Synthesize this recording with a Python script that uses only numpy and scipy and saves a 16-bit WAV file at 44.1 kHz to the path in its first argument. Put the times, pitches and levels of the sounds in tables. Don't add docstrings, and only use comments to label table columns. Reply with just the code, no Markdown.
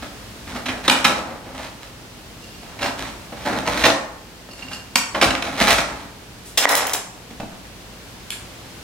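import sys
import numpy as np
from scipy import signal
from scipy.fft import rfft, irfft, next_fast_len
from scipy.io import wavfile
from scipy.ndimage import uniform_filter1d

SR = 44100
rng = np.random.default_rng(int(sys.argv[2]) if len(sys.argv) > 2 else 0)


def put_to_file(sound):
    columns = np.atleast_2d(sound).T
    safe = np.clip(columns, -1, 1)
    whole_steps = np.round(safe * 32767)
    wavfile.write(sys.argv[1], SR, whole_steps.astype(np.int16))


N = 389403
TIME = np.arange(N) / SR

# pitch_hz, level_db (rms)
HUM_PARTIALS = [(53.8, -52), (118.4, -53), (177.6, -56)]
# (relative, per Hz)
AIR_SPECTRUM = [(20, -50), (35, -8), (53, -9.5), (90, -6), (146, -11.5), (204, -9), (640, -15.5),
                (1220, -18.5), (2130, -20), (2820, -20), (5000, -23), (10200, -30.5), (16000, -35)]
AIR_DB = -40
# frequency_hz, t60_s
REVERBERATION = [(100, 0.4), (300, 0.56), (1000, 0.68), (3500, 0.38), (8000, 0.49), (15000, 0.15)]
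# frequency_hz, correlation (no unit)
DIFFUSE_CORRELATION = [(60, 0.82), (250, 0.84), (500, 0.68), (1000, 0.41), (2000, 0.12), (4000, 0.034),
                       (12000, 0.083)]
# frequency_hz, difference_db
STEREO_LEAN = [(60, 1), (200, -1), (1100, 2), (2400, -7.5), (4500, -3.5), (8000, 1), (13000, 0.5)]

# start_s, level_db (rms over 10 ms), decay_s, tilt_db_per_octave
LIP_SMACKS = [(8.304, -26, .0015, 6), (8.319, -32, 0.0068, -3)]
# (relative, per Hz)
LIP_SPECTRUM = [(500, -31), (1500, -7.5), (2500, 0.5), (4200, -4.5), (5800, -13), (8000, -8), (10500, -11),
                (13000, -20), (16000, -29)]
# start_s, level_db (rms over 10 ms), decay_s, tilt_db_per_octave
RACK_BUMPS = [(7.305, -34, 0.0051, 0), (7.399, -25.5, 0.0044, -2), (7.428, -29.5, 0.0054, -4.5),
              (7.515, -33, 0.014, -4)]
# (relative, per Hz)
RACK_SPECTRUM = [(80, -14.5), (170, -6), (230, 3.5), (340, -15.5), (520, -12.5), (700, -6.5), (1100, -14),
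                 (2000, -18), (5000, -23), (16000, -32)]
# start_s, level_db (rms over 10 ms), decay_s, tilt_db_per_octave
WIRE_KNOCKS = [(4.9555, -7.5, 0.003, -1)]
# (relative, per Hz)
WIRE_SPECTRUM = [(100, -34), (220, -11), (330, -15.5), (700, -9), (1200, -6), (1800, -12), (2300, -1),
                 (3000, -7.5), (4500, -8.5), (6500, -9), (10000, -16), (16000, -20)]

# start_s, peak_db
COUNTER_THUDS = [(.69, -33), (3.69, -30), (5.26, -21), (5.62, -30), (5.72, -25)]
# frequency_hz, width_hz, gain_db (relative)
COUNTER_RESONANCES = [(56.7, 11.5, 0), (89, 27, -4.5)]
# (relative, per Hz)
COUNTER_SPECTRUM = [(20, -26), (40, -22), (58, -3), (95, -13), (150, -12.5), (250, -17), (600, -60)]
SHUDDER_DB, SHUDDER_POWER, SHUDDER_LAG_S = -31.5, 0.4, 0.085
# start_s, length_s, level_db (before sag)
HAND_BRUSHES = [(6.44, 0.056, -39.5)]
# (relative, per Hz)
BRUSH_SPECTRUM = [(500, -24), (3000, -10), (8000, -2), (16000, -7)]

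# frequency_hz, width_hz, gain_db (relative)
HANDLE_RESONANCES = [(293, 31, -0.5), (730, 690, 7.5), (1080, 340, -0.5), (1540, 550, 0.5), (1910, 190, 5)]
LANDING_S, LANDING_DB = 6.6545, 22.5
BOUNCE_DB, BOUNCE_GAP_S, BOUNCE_FADE_DB_PER_S, BOUNCE_JITTER_S = -2, .0245, 46, .003
# start_s, level_db (rms over 10 ms), decay_s, tilt_db_per_octave
STONE_HITS = [(6.5735, -7, 0.0071, 2), (6.612, -11, 0.036, -1.5), (6.689, -6.5, 0.0031, 5),
              (6.752, -3, 0.0018, 7.5), (6.868, -13, 0.0023, 11), (6.895, -25.5, 0.0012, 1),
              (6.933, -9.5, 0.0039, 7.5)]
# start_s, length_s, level_db (before sag)
CHATTER_SPELLS = [(6.585, 0.097, -29), (6.75, 0.079, -22.5), (6.85, 0.086, -31), (6.935, 0.017, -20.5)]
# (relative, per Hz)
STEEL_SPECTRUM = [(150, -38), (250, -13), (330, -13.5), (788, -1.5), (1100, -4.5), (2360, -4.5),
                  (2850, -3.5), (3770, -3), (4980, -9), (5340, -6.5), (5720, -8.5), (14600, -17),
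                  (16000, -11.5)]
# frequency_hz, width_hz, gain_db
BLADE_RESONANCES = [(2786, 63, 0.5), (4420, 46, -2), (4680, 70, -7), (5260, 46, -3), (6170, 80, -11),
                    (7330, 80, -9), (8550, 60, -13), (9600, 64, -19), (11150, 90, -12)]
# start_s, length_s, level_db (before sag)
TOOTH_SLIDES = [(2.4, 0.27, -48), (2.815, .06, -44), (4.485, .25, -43), (4.715, 0.032, -31)]
# start_s, level_db (rms over 10 ms), decay_s, tilt_db_per_octave
TOOTH_CATCHES = [(2.827, -14, .004, 5), (4.622, -15, 0.0026, -7.5), (4.681, -23, 0.0029, -1)]

# start_s, length_s, level_db (before sag), crispness_db (treble re level)
SAW_STROKES = [(.005, 0.037, -33.5, -1.5), (0.457, 0.12, -36.5, -0.5), (0.538, .035, -27.5, -5),
               (0.672, 0.11, -34.5, -3.5), (0.828, 0.056, -34.5, 6), (0.886, 0.034, -19, -15),
               (0.94, 0.058, -25.5, 1), (1.057, 0.05, -20, -3), (1.13, 0.053, -24.5, -4),
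               (1.225, .13, -31, -13), (1.44, 0.09, -36, -10), (1.533, .12, -33, 1.5),
               (1.809, 0.032, -47, 11.5), (2.615, .14, -42.5, -5), (2.8, 0.061, -21.5, 0),
               (2.968, .11, -34.5, 3), (3.351, 0.12, -41.5, 1.5), (3.442, 0.14, -21.5, -6.5),
               (3.643, .1, -22.5, -1), (3.755, 0.097, -28, 8.5), (3.837, 0.03, -8.5, -2.5),
               (4.565, 0.16, -43.5, 1.5), (4.696, 0.053, -35.5, 1.5), (5.135, 0.043, -20.5, -7.5),
               (5.205, .03, -15.5, 3), (5.24, 0.051, -17, -18), (5.427, 0.18, -25.5, -2),
               (5.565, 0.036, -28.5, 10.5), (5.595, .04, -15, 3), (5.657, .07, -18, 7.5),
               (5.764, 0.029, -23.5, 8), (5.862, .17, -35, -1)]
# start_s, level_db (rms over 10 ms), decay_s, tilt_db_per_octave
CRUST_SNAPS = [(.657, -25, 0.0077, -2), (.683, -22, 0.01, -3), (.879, -9, 0.0037, -2),
               (.8975, -5, 0.0021, .5), (1.043, -10.5, 0.007, 2), (1.05, -7.5, 0.003, -3),
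               (2.789, -33, 0.0055, -3), (2.826, -26, .004, -2), (2.858, -26.5, 0.0023, -6),
               (3.321, -33.5, 0.0078, -9), (3.458, -34, .002, 1), (3.675, -21, .002, -3),
               (3.838, -9, 0.0057, -3.5), (3.851, -11, 0.007, -0.5), (3.901, -16, 0.0028, -3),
               (4.488, -39, 0.0025, -11), (5.147, -19.5, 0.0038, -6), (5.213, -12, 0.0041, -0.5),
               (5.231, -14, 0.0012, -3.5), (5.305, -17.5, 0.0034, -2.5), (5.351, -20, .0015, -2.5),
               (5.423, -21, 0.0025, -1), (5.611, -13.5, 0.0039, -2), (5.705, -12, .0035, 2.5),
               (5.783, -16.5, 0.0037, -4)]
# (relative, per Hz)
CRUST_SPECTRUM = [(70, -25), (140, -9), (230, -0.5), (310, -4), (410, -5.5), (650, -2), (1150, -4.5),
                  (2100, -5.5), (2750, -12.5), (3900, -10.5), (4700, -14), (6000, -17), (10800, -24.5),
                  (16000, -26)]
# (relative, per Hz)
SNAP_SPECTRUM = [(70, -44), (140, -14), (260, -8.5), (420, -13.5), (800, -7), (1500, -5), (2300, -3),
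                 (3900, -5.5), (4700, -11.5), (5400, -9.5), (8300, -17), (12500, -20.5), (16000, -27)]
# frequency_hz, width_hz, gain_db
LOAF_RESONANCES = [(263, 57, 2), (542, 41, -1), (667, 85, -5), (836, 58, -1), (1055, 26, -6),
                   (1290, 33, -7.5), (1586, 67, -10), (2235, 66, -10), (4070, 320, -8), (5210, 180, -14)]
FLAKE_DB, FLAKES_PER_S = -7, 130

ATTACK_S, SAG_DB_PER_S = 0.019, 26.5
RELEASE_S, RELEASE_SHARE = .012, 0.24
EDGE_HZ = 15950


def amp(db):
    return 10 ** (np.asarray(db) / 20)


def evened(x):
    return x / np.sqrt(np.mean(x ** 2) + 1e-20)


def read(points, hz):
    frequency_hz, value = np.transpose(points)
    return np.interp(np.log(hz + 1), np.log(frequency_hz + 1), value)


def colour(x, spectrum, tilt_db=0, size=4096):
    hz = np.fft.rfftfreq(size, 1 / SR)
    tilt = tilt_db * np.log2(1 + hz / 400)
    gain_db = np.maximum(read(spectrum, hz), -90) + tilt
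    cepstrum = irfft(np.log(amp(gain_db)))
    cepstrum[1:size // 2] *= 2
    cepstrum[size // 2 + 1:] = 0
    impulse_response = irfft(np.exp(rfft(cepstrum)))
    return signal.oaconvolve(x, impulse_response)[:len(x)]


def ring(x, modes):
    return sum(amp(db) * signal.lfilter(*signal.iirpeak(hz, hz / width, SR), x)
               for hz, width, db in modes)


def grains(per_s, spread_db):
    sizes = amp(spread_db * np.minimum(rng.exponential(1, N), 4))
    signs = rng.choice([-1, 1], N)
    occurs = rng.random(N) < per_s / SR
    return evened(sizes * signs * occurs)


def strikes(rows, spectrum, size=8192):
    out, t = np.zeros(N + size), np.arange(size) / SR
    for start, db, decay, tilt_db in rows:
        envelope = (t / decay) ** 0.69 * np.exp(-t / decay)
        burst = colour(rng.standard_normal(size) * envelope, spectrum, tilt_db)
        burst = evened(burst) * np.sqrt(SR / 100 / size)
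        out[round(start * SR):][:size] += amp(db) * burst
    return out[:N]


def blows(rows, modes, size=16384):
    knock = ring(ring(signal.unit_impulse(size), modes), modes)
    knock /= abs(knock).max()
    out = np.zeros(N + size)
    for start, db in rows:
        out[round(start * SR):][:size] += amp(db) * knock
    return out[:N]


def gesture(start, length, db):
    t = np.maximum(TIME - start, 0)
    attack = np.minimum(t / ATTACK_S, 1) ** 2
    release = np.exp(-np.maximum(t - length, 0) / (RELEASE_S + RELEASE_SHARE * length))
    return amp(db - SAG_DB_PER_S * t) * attack * np.maximum(release, 1e-9)


def gestures(rows):
    return np.sqrt(sum(gesture(*row) ** 2 for row in rows))


def diffuse(pair):
    a, b = rfft(pair)
    hz = np.fft.rfftfreq(pair.shape[1], 1 / SR)
    same = np.clip(read(DIFFUSE_CORRELATION, hz), -1, 1)
    return irfft([a, same * a + np.sqrt(1 - same ** 2) * b], pair.shape[1])


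def background():
    size = next_fast_len(N)
    noises = [evened(colour(rng.standard_normal(size), AIR_SPECTRUM)) for channel in range(2)]
    air = diffuse(np.array(noises))[:, :N]
    knots = np.arange(0, TIME[-1] + 1, .25)
    hum = np.zeros(N)
    for hz, db in HUM_PARTIALS:
        drift = np.interp(TIME, knots, np.cumsum(rng.normal(0, 0.47, len(knots))))
        hum += amp(db) * np.sqrt(2) * np.sin(2 * np.pi * hz * TIME + drift)
    return amp(AIR_DB) * air + hum


def kitchen(x, count=3):
    out = np.zeros((2, N))
    for k in range(count):
        hz, t, z = signal.stft(rng.standard_normal((2, SR)), SR, nperseg=256)
        decay = amp(-60 * t / read(REVERBERATION, hz)[:, None])
        tail = signal.istft(z * decay, SR, nperseg=256)[1][:, :SR]
        tail = diffuse(tail) * np.clip((TIME[:SR] - .004) / .006, 0, 1)
        tail /= np.linalg.norm(tail[0])
        share = np.sqrt(2 / count) * np.cos(np.pi * (TIME / 2 + k / count))
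        out += signal.fftconvolve((share * x)[None], tail, axes=1)[:, :N]
    return out


def lip_smack():
    return strikes(LIP_SMACKS, LIP_SPECTRUM)


def rack_bumps():
    return strikes(RACK_BUMPS, RACK_SPECTRUM)


def wire_knock():
    return strikes(WIRE_KNOCKS, WIRE_SPECTRUM)


def counter(force):
    lagging_force = abs(uniform_filter1d(force, round(SHUDDER_LAG_S * SR)))
    rumble = evened(colour(rng.standard_normal(N), COUNTER_SPECTRUM))
    shudder = amp(SHUDDER_DB) * lagging_force ** SHUDDER_POWER * rumble
    thuds = blows(COUNTER_THUDS, COUNTER_RESONANCES)
    brush = gestures(HAND_BRUSHES) * evened(colour(rng.standard_normal(N), BRUSH_SPECTRUM))
    return shudder + thuds + brush


def handle(count=12):
    after = BOUNCE_GAP_S * np.arange(1, count + 1) + BOUNCE_JITTER_S * rng.standard_normal(count)
    bounces = [(LANDING_S + s, BOUNCE_DB - BOUNCE_FADE_DB_PER_S * s) for s in after]
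    return blows([(LANDING_S, LANDING_DB)] + bounces, HANDLE_RESONANCES)


def clatter():
    clicks = evened(colour(grains(per_s=600, spread_db=2.5), STEEL_SPECTRUM, tilt_db=-4.5))
    steel = strikes(STONE_HITS, STEEL_SPECTRUM) + gestures(CHATTER_SPELLS) * clicks
    upper_modes = [mode for mode in BLADE_RESONANCES if mode[0] > 5000]
    return steel + amp(11) * ring(steel, upper_modes)


def singing():
    song = evened(ring(grains(per_s=700, spread_db=4), BLADE_RESONANCES))
    pings = ring(strikes(TOOTH_CATCHES, SNAP_SPECTRUM), BLADE_RESONANCES)
    return gestures(TOOTH_SLIDES) * song + pings


def sawing(force):
    clumps = amp(2.24 * evened(uniform_filter1d(rng.standard_normal(N), size=260)))
    rasp = colour(grains(per_s=5000, spread_db=2.5) * clumps, CRUST_SPECTRUM)
    rasp = evened(rasp + ring(rasp, LOAF_RESONANCES))
    body = signal.lfilter(*signal.butter(1, 1200, fs=SR), rasp)
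    treble = rasp - body
    crisp = gestures([(s, length, db + crisp_db) for s, length, db, crisp_db in SAW_STROKES])
    cracks = evened(colour(grains(per_s=FLAKES_PER_S, spread_db=3), SNAP_SPECTRUM, tilt_db=.5))
    flakes = amp(FLAKE_DB) * crisp * cracks
    snaps = strikes(CRUST_SNAPS, SNAP_SPECTRUM)
    return force * body + crisp * treble + flakes + snaps + ring(snaps, LOAF_RESONANCES)


def scene():
    force = gestures([(s, length, db) for s, length, db, _ in SAW_STROKES])
    bread = sawing(force) + singing() + counter(force) + rack_bumps()
    blade, wire, knocks, lips = clatter(), wire_knock(), handle(), lip_smack()
    near = bread + blade + wire + knocks + lips
    later = signal.lfilter([0, .7, .3], [1], near)
    left = colour(near, [(hz, db / 2) for hz, db in STEREO_LEAN])
    right = colour(later, [(hz, -db / 2) for hz, db in STEREO_LEAN])
    to_room = amp(-4.0) * bread + amp(-3.5) * blade + amp(-3.5) * wire
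    to_room += amp(-14.5) * knocks + amp(-1.5) * lips
    return np.array([left, right]) + kitchen(to_room) + background()


def ducked(x, threshold_db, share, recovery_db, size):
    power_db = 10 * np.log10(abs(uniform_filter1d((x ** 2).mean(0), size)) + 1e-12)
    fall = TIME * recovery_db
    held_db = np.maximum.accumulate(power_db + fall) - fall
    over_db = np.maximum(held_db - threshold_db, 0)
    return x / amp(share * uniform_filter1d(over_db, size))


def record(dry):
    x = ducked(dry, threshold_db=-4, share=0.88, recovery_db=293, size=110)
    x = ducked(x, threshold_db=-26.5, share=0.21, recovery_db=8.0, size=900)
    x = np.clip(amp(1.5) * x, -1, 1)
    lowpass = signal.firwin(511, EDGE_HZ, window=("kaiser", 8), fs=SR)
    return signal.oaconvolve(x, lowpass[None], "same")


dry = scene()
out = record(dry)
put_to_file(out)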